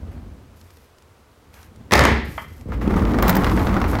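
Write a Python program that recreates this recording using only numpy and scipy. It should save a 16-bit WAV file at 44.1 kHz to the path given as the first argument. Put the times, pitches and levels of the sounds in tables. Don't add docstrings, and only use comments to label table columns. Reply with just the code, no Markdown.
import sys
import numpy as np
from scipy import signal
from scipy.fft import rfft, irfft, next_fast_len
from scipy.io import wavfile

SR = 44100
rng = np.random.default_rng(int(sys.argv[2]) if len(sys.argv) > 2 else 0)


def persist_wave(psi):
    counts = np.round(np.clip(psi, -1, 1) * 32767).astype(np.int16)
    wavfile.write(sys.argv[1], SR, np.atleast_2d(counts).T)


N = 176400

STONES_PER_S, STONE_SPREAD_DB = 980, 2.5
# (frequency [Hz], gain [dB])
EDGE_SPECTRUM = [(500, 7), (2000, 13), (5800, -0.5), (8000, -11), (15000, -17)]


def lid_slam(body_db=-3, modes_db=-8, crack_db=-3, cavity_t60=0.66, cavity_rise_s=0.14):
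    # (time [s], relative ring level [dB], relative crack level [dB])
    contacts = [(1.9101, -20.5, -20), (1.9217, -10.5, -3.5), (1.9302, -20.5, -2.5), (1.936, -19.5, 6),
                (1.9544, -17.5, -4), (1.978, -16, -11), (1.993, -18.5, 0), (2.008, -14, -10),
                (2.038, -15, -8.5), (2.0523, -12.5, -0.5)]
    # (frequency [Hz], gain [dB])
    body_spectrum = [(25, -63), (45, 1), (70, 1.5), (120, 4), (240, 3), (720, -1.5), (1100, -1.5),
                     (1520, -6.5), (1850, 2), (2120, -1.5), (2400, -8), (3200, -15.5), (4800, -22),
                     (12100, -34), (15500, -69)]
    # (frequency [Hz], t60 [s])
    body_decay = [(70, 0.88), (500, 0.49), (2000, 0.51), (4500, 0.63), (8000, 0.086), (14000, 0.16)]
    # (frequency [Hz], gain [dB])
    crack_spectrum = [(100, -8.5), (1000, 12), (2000, 0.5), (5000, -0.5), (8500, -10.5), (12000, -13),
                      (15500, -20)]
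    # (frequency [Hz], level [dB])
    cavity_modes = [(67.5, -5), (92.7, -7)]
    body, tones, t = np.zeros(N), np.zeros(N), np.arange(SR) / SR
    for s, db, _ in contacts:
        add(body, s, amp(db) * dense_ring(body_decay))
        add(tones, s, amp(db + modes_db) * lid_ring())
    cavity = sum(amp(db) * np.sin(2 * np.pi * hz * t) for hz, db in cavity_modes)
    swell = amp(-60 * t / cavity_t60) * (1 - np.exp(-t / cavity_rise_s))
    add(tones, contacts[1][0], swell * cavity)
    cracks = coloured(bursts([(s, db) for s, _, db in contacts], t60=0.01), crack_spectrum)
    return amp(body_db) * coloured(body, body_spectrum) + tones + amp(crack_db) * cracks


def lid_ring(detune=0.0224, rise_s=0.0005):
    # (frequency [Hz], relative level [dB], t60 [s])
    lid_modes = [(645, -5, 0.09), (861, -19, 0.6), (1092, -4, 0.08), (1370, -5, 0.053), (1626, -23, 0.43),
                 (1860, -21, 0.45), (2074, -20, 0.46), (3144, -24, 0.42)]
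    t = np.arange(SR // 2) / SR
    out = np.zeros(len(t))
    for hz, db, t60 in lid_modes:
        decay = amp(db + rng.normal(0, 1) - 60 * t / t60)
        shifted_hz = hz * (1 + detune * rng.normal())
        out += decay * np.sin(2 * np.pi * shifted_hz * t + rng.uniform(0, np.pi))
    return (1 - np.exp(-(t / rise_s) ** 2)) * out


def hauling(boom_db=-1, walls_db=-2, grit_db=-1, crackle_db=-20.5):
    # (time [s], bass [dB], low mids [dB], wheel grit [dB])
    haul_levels = [(2.62, -45, -76, -74), (2.70, -26.5, -33.5, -41.5), (2.78, -23, -31, -44),
                   (2.85, -25, -24, -36.5), (2.95, -18, -20.5, -25), (3.15, -21, -19, -29),
                   (3.3, -20, -20.5, -19.5), (3.4, -18, -21, -24.5), (3.75, -19, -21, -29),
                   (4.0, -21, -25.5, -29)]
    # (frequency [Hz], gain [dB])
    boom_spectrum = [(20, -19), (36, -30), (46, -6), (54, 1), (63, -4.5), (84, -4), (130, -13), (300, -56),
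                     (1500, -100)]
    # (frequency [Hz], gain [dB])
    grit_spectrum = [(150, -10.5), (350, -5.5), (850, -4), (1250, -5.5), (1600, -14.5), (2150, -15),
                     (2600, -24), (5500, -34), (8500, -39.5), (15000, -39.5)]
    bass, mids, wheels = curves(haul_levels)
    road = impacts(STONES_PER_S, STONE_SPREAD_DB)
    boom = amp(bass + boom_db) * unit(coloured(road, boom_spectrum))
    walls = amp(mids + walls_db) * wall_panels(road)
    crunch = unit(coloured(clumped_noise(per_s=160, life_s=0.0067, floor=0.32), grit_spectrum))
    crunch += amp(crackle_db) * unit(coloured(impacts(per_s=26, spread_db=5), EDGE_SPECTRUM))
    onset = gate(haul_levels[0][0], length=2, rise_s=0.018, fall_s=1)
    return onset * (boom + walls + amp(wheels + grit_db) * crunch)


def wall_panels(force):
    # (frequency [Hz], bandwidth [Hz], relative level [dB])
    panel_modes = [(185.2, 12.4, 0.5), (217, 18.6, -0.5), (247.7, 30, -2.5), (302.5, 25, -5.5),
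                   (334.5, 12.5, -5.5), (474, 170, -15)]
    # (frequency [Hz], gain [dB])
    panel_colour = [(70, -18), (170, -2), (450, -0.5), (1500, -20.5), (8000, -44)]

    def response(f):
        return sum((-1) ** k * amp(db) * 1j * f * width / (hz * hz - f * f + 1j * f * width)
                   for k, (hz, width, db) in enumerate(panel_modes))
    return unit(coloured(filtered(force, response), panel_colour))


def jolts(body_db=-9, edge_db=-13, push_db=19):
    # (time [s], relative level [dB], treble offset [dB])
    shocks = [(0.121, -49, -12), (2.721, -20, -25), (2.815, -20, -12), (2.877, -22.5, 3), (2.908, -19, -7),
              (2.941, -23, 0), (3.052, -20.5, 0), (3.143, -18, 1), (3.187, -9, -21), (3.226, -7, -5),
              (3.294, -7.5, 0.5), (3.366, -9, -7), (3.444, -14, 8), (3.467, -7.5, -7), (3.575, -12.5, -7),
              (3.595, -18, 4), (3.670, -12, -0.5), (3.692, -31, 16), (3.742, -29.5, 15),
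              (3.7662, -9.5, -16), (3.816, -11.5, 0.5), (3.842, -11, -26), (3.933, -16, -19),
              (3.953, -17, 4), (3.987, -16, 0)]
    # (frequency [Hz], gain [dB])
    rattle_spectrum = [(60, 2.5), (700, 5), (1400, 4), (2100, -5), (2800, -16), (5500, -24), (8500, -42),
                       (15000, -33)]
    # (frequency [Hz], t60 [s])
    rattle_decay = [(200, 0.17), (1500, 0.086), (5000, 0.085), (12000, 0.15)]
    # (time [s], level [dB])
    body_bumps = [(.77, -45), (1.921, -10.5), (2.657, -29), (2.687, -22), (2.876, -13.5), (2.958, -14),
                  (3.385, -16)]
    # (frequency [Hz], gain [dB])
    thud_spectrum = [(40, -21), (150, 0.5), (210, 1.5), (300, -2.5), (500, -7), (1000, -43), (4000, -55)]
    rattle = np.zeros(N)
    for s, db, _ in shocks:
        add(rattle, s, amp(db) * dense_ring(rattle_decay))
        add(rattle, s, amp([db + push_db]))
    edges = bursts([(s, db + treble) for s, db, treble in shocks], t60=0.031)
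    edges = amp(edge_db) * coloured(edges, EDGE_SPECTRUM)
    thuds = coloured(bursts(body_bumps, t60=0.065), thud_spectrum)
    return thuds + amp(body_db) * coloured(rattle, rattle_spectrum) + edges


def lid_knock(time_s=2.378, crack_db=-23, modes_db=-21, rim_t60=0.25):
    # (frequency [Hz], gain [dB])
    knock_spectrum = [(480, -25), (640, -10.5), (900, -0.5), (1100, 2), (1400, -5), (2100, -3),
                      (2600, -18.5), (3100, -12), (4000, -37), (12000, -71)]
    out = coloured(bursts([(time_s, crack_db)], t60=0.079), knock_spectrum)
    tock = lid_ring()
    rim_damping = amp(-60 * np.arange(len(tock)) / SR / rim_t60)
    add(out, time_s, amp(modes_db) * tock * rim_damping)
    return out


def panel_groan(hz=185, width_hz=18):
    # (start [s], length [s], level [dB])
    swells = [(3.26, 0.14, -22.5), (3.68, 0.088, -28)]
    narrow = unit(filtered(rng.standard_normal(N), lambda f: np.exp(-((f - hz) / width_hz) ** 2)))
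    note = unit(np.cos(np.angle(signal.hilbert(narrow))))
    return note * sum(amp(db) * gate(s, length, rise_s=0.03, fall_s=0.03) for s, length, db in swells)


def slow_roll():
    # (time [s], level [dB])
    roll_levels = [(0, -36), (.15, -33.5), (.35, -39), (.58, -48), (.66, -49), (.73, -54.5), (.95, -62),
                   (1.15, -52.5), (1.35, -54.5), (1.68, -47.5), (1.8, -38.5), (2.3, -49), (2.6, -39),
                   (2.75, -43)]
    # (frequency [Hz], gain [dB])
    roll_spectrum = [(25, -28), (45, -1.5), (84, 6.5), (115, -5), (190, -10), (225, -5), (300, -13),
                     (1000, -27.5), (2200, -38.5), (15000, -66)]
    level_db, = curves(roll_levels)
    return amp(level_db) * unit(coloured(impacts(STONES_PER_S, STONE_SPREAD_DB), roll_spectrum))


def hand_rubs():
    # (start [s], length [s], hiss level [dB], scrape level [dB])
    strokes = [(0.107, 0.025, -66, -61), (0.556, 0.29, -63.5, -65), (1.527, 0.12, -59, -52.5),
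               (2.243, 0.19, -52, -80), (2.47, 0.13, -60.5, -64), (2.722, 0.018, -60, -40.5),
               (2.808, 0.021, -53.5, -38), (3.272, 0.013, -35.5, -25.5), (3.36, 0.314, -48.5, -47),
               (3.873, 0.037, -41, -40)]
    # (frequency [Hz], gain [dB])
    hiss_spectrum = [(1000, -24), (5000, 0.5), (9000, -4.5), (13500, 2), (15800, -15)]
    # (frequency [Hz], gain [dB])
    scrape_spectrum = [(200, -6), (900, 13), (2200, 10.5), (4500, -4), (12000, -23)]
    hiss = coloured(clumped_noise(per_s=430, life_s=0.0044, floor=0.17), hiss_spectrum)
    scrape = coloured(clumped_noise(per_s=640, life_s=0.012, floor=0.15), scrape_spectrum)
    return sum(gate(s, length, rise_s=0.012, fall_s=0.028) * (amp(hiss_db) * hiss + amp(low_db) * scrape)
               for s, length, hiss_db, low_db in strokes)


def handle_ticks(tick_db=-5):
    # (time [s], relative level [dB])
    light_ticks = [(.613, -38.5), (.7048, -41.5), (.7706, -43), (.9842, -43), (1.0224, -45),
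                   (1.5413, -37.5), (1.6296, -36.5), (1.76, -43), (2.611, -40), (2.963, -33), (3.1862, -25),
                   (3.5655, -26), (3.8025, -32)]
    # (frequency [Hz], gain [dB])
    tick_spectrum = [(200, 14), (1500, 4), (5500, 5), (10000, -1), (15000, -9)]
    # (time [s], level [dB])
    sharp_clicks = [(3.2252, -16), (3.281, -15), (3.2948, -10), (3.3015, -17.5), (3.354, -19),
                    (3.368, -18.5)]
    # (frequency [Hz], gain [dB])
    click_spectrum = [(500, -6), (5000, -12), (11000, -21.5), (12800, -6), (14100, -5.5), (15700, -7)]
    ticks = amp(tick_db) * coloured(bursts(light_ticks, t60=0.022), tick_spectrum)
    return ticks + coloured(bursts(sharp_clicks, t60=0.024), click_spectrum)


def shed_echo(x, delay_s=0.012):
    # (frequency [Hz], t60 [s])
    echo_decay = [(150, 0.77), (800, 0.16), (2000, 0.52), (5000, 0.44), (12000, 0.33)]
    tail = dense_ring(echo_decay)
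    impulse_response = np.pad(tail / np.linalg.norm(tail), (round(delay_s * SR), 0))
    return signal.fftconvolve(x, impulse_response)[:N]


def outdoor_air(level_db=-55):
    # (frequency [Hz], gain [dB])
    air_spectrum = [(25, -17), (96, -3.5), (193, -20.5), (450, -11), (600, -15.5), (1380, -18),
                    (1710, -22.5), (15500, -38.5)]
    return amp(level_db) * coloured(rng.standard_normal(N), air_spectrum)


def impacts(per_s, spread_db):
    hit = rng.random(N) < per_s / SR
    size = amp(spread_db * np.clip(rng.standard_normal(N), -2, 2))
    return unit(hit * size * rng.choice([-1, 1], N))


def clumped_noise(per_s, life_s, floor):
    decay = np.exp(-np.arange(SR // 10) / SR / life_s)
    power = np.abs(signal.fftconvolve(impacts(per_s, spread_db=2.5) ** 2, decay)[:N])
    return unit(np.sqrt(power / power.mean() + floor) * rng.standard_normal(N))


def dense_ring(decay):
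    hz, t, bands = signal.stft(rng.standard_normal(SR), SR, nperseg=128)
    damping = amp(-60 * t / along(decay, hz)[:, None])
    return signal.istft(bands * damping, SR, nperseg=128)[1]


def bursts(rows, t60):
    out, t = np.zeros(N), np.arange(SR // 10) / SR
    for s, db in rows:
        add(out, s, amp(db) * amp(-60 * t / t60) * rng.standard_normal(len(t)))
    return out


def gate(start, length, rise_s, fall_s):
    t = np.arange(N) / SR
    return np.clip((t - start) / rise_s, 0, 1) * np.exp(-np.maximum(t - start - length, 0) / fall_s)


def coloured(x, spectrum):
    def response(hz):
        cepstrum = irfft(np.log(unit(amp(along(spectrum, hz)))))
        half = len(cepstrum) // 2
        causal = np.r_[cepstrum[0], 2 * cepstrum[1:half], np.zeros(half)]
        return np.exp(rfft(causal))
    return filtered(x, response)


def filtered(x, response):
    size = 2 * next_fast_len(N * 3 // 4)
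    return irfft(rfft(x, size) * response(np.fft.rfftfreq(size, 1 / SR)), size)[:N]


def along(points, hz):
    freqs, values = np.transpose(points)
    return np.interp(np.log(hz + 1), np.log(freqs + 1), values)


def curves(rows):
    times, *columns = np.transpose(rows)
    return [np.interp(np.arange(N) / SR, times, column) for column in columns]


def add(track, s, sound):
    i = round(s * SR)
    track[i:i + len(sound)] += sound[:N - i]


def amp(db):
    return 10 ** (np.asarray(db) / 20)


def unit(x):
    return x / np.sqrt(np.mean(x ** 2) + 1e-20)


def scene(slam_wet_db=-9, knock_wet_db=-6, jolt_wet_db=-9):
    slam, knock, bumps = lid_slam(), lid_knock(), jolts()
    echo = shed_echo(amp(slam_wet_db) * slam + amp(knock_wet_db) * knock + amp(jolt_wet_db) * bumps)
    air = outdoor_air()
    rolling = slow_roll() + hauling() + panel_groan()
    handling = hand_rubs() + handle_ticks()
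    return (slam + knock + bumps + echo + rolling + handling + air)[None]


def record(dry, ceiling=0.85, top_hz=15900):
    rounded = dry[0] / (1 + np.abs(dry[0] / ceiling) ** 6) ** (1 / 6)
    return filtered(rounded, lambda hz: hz < top_hz)[None]


dry = scene()
out = record(dry)
persist_wave(out)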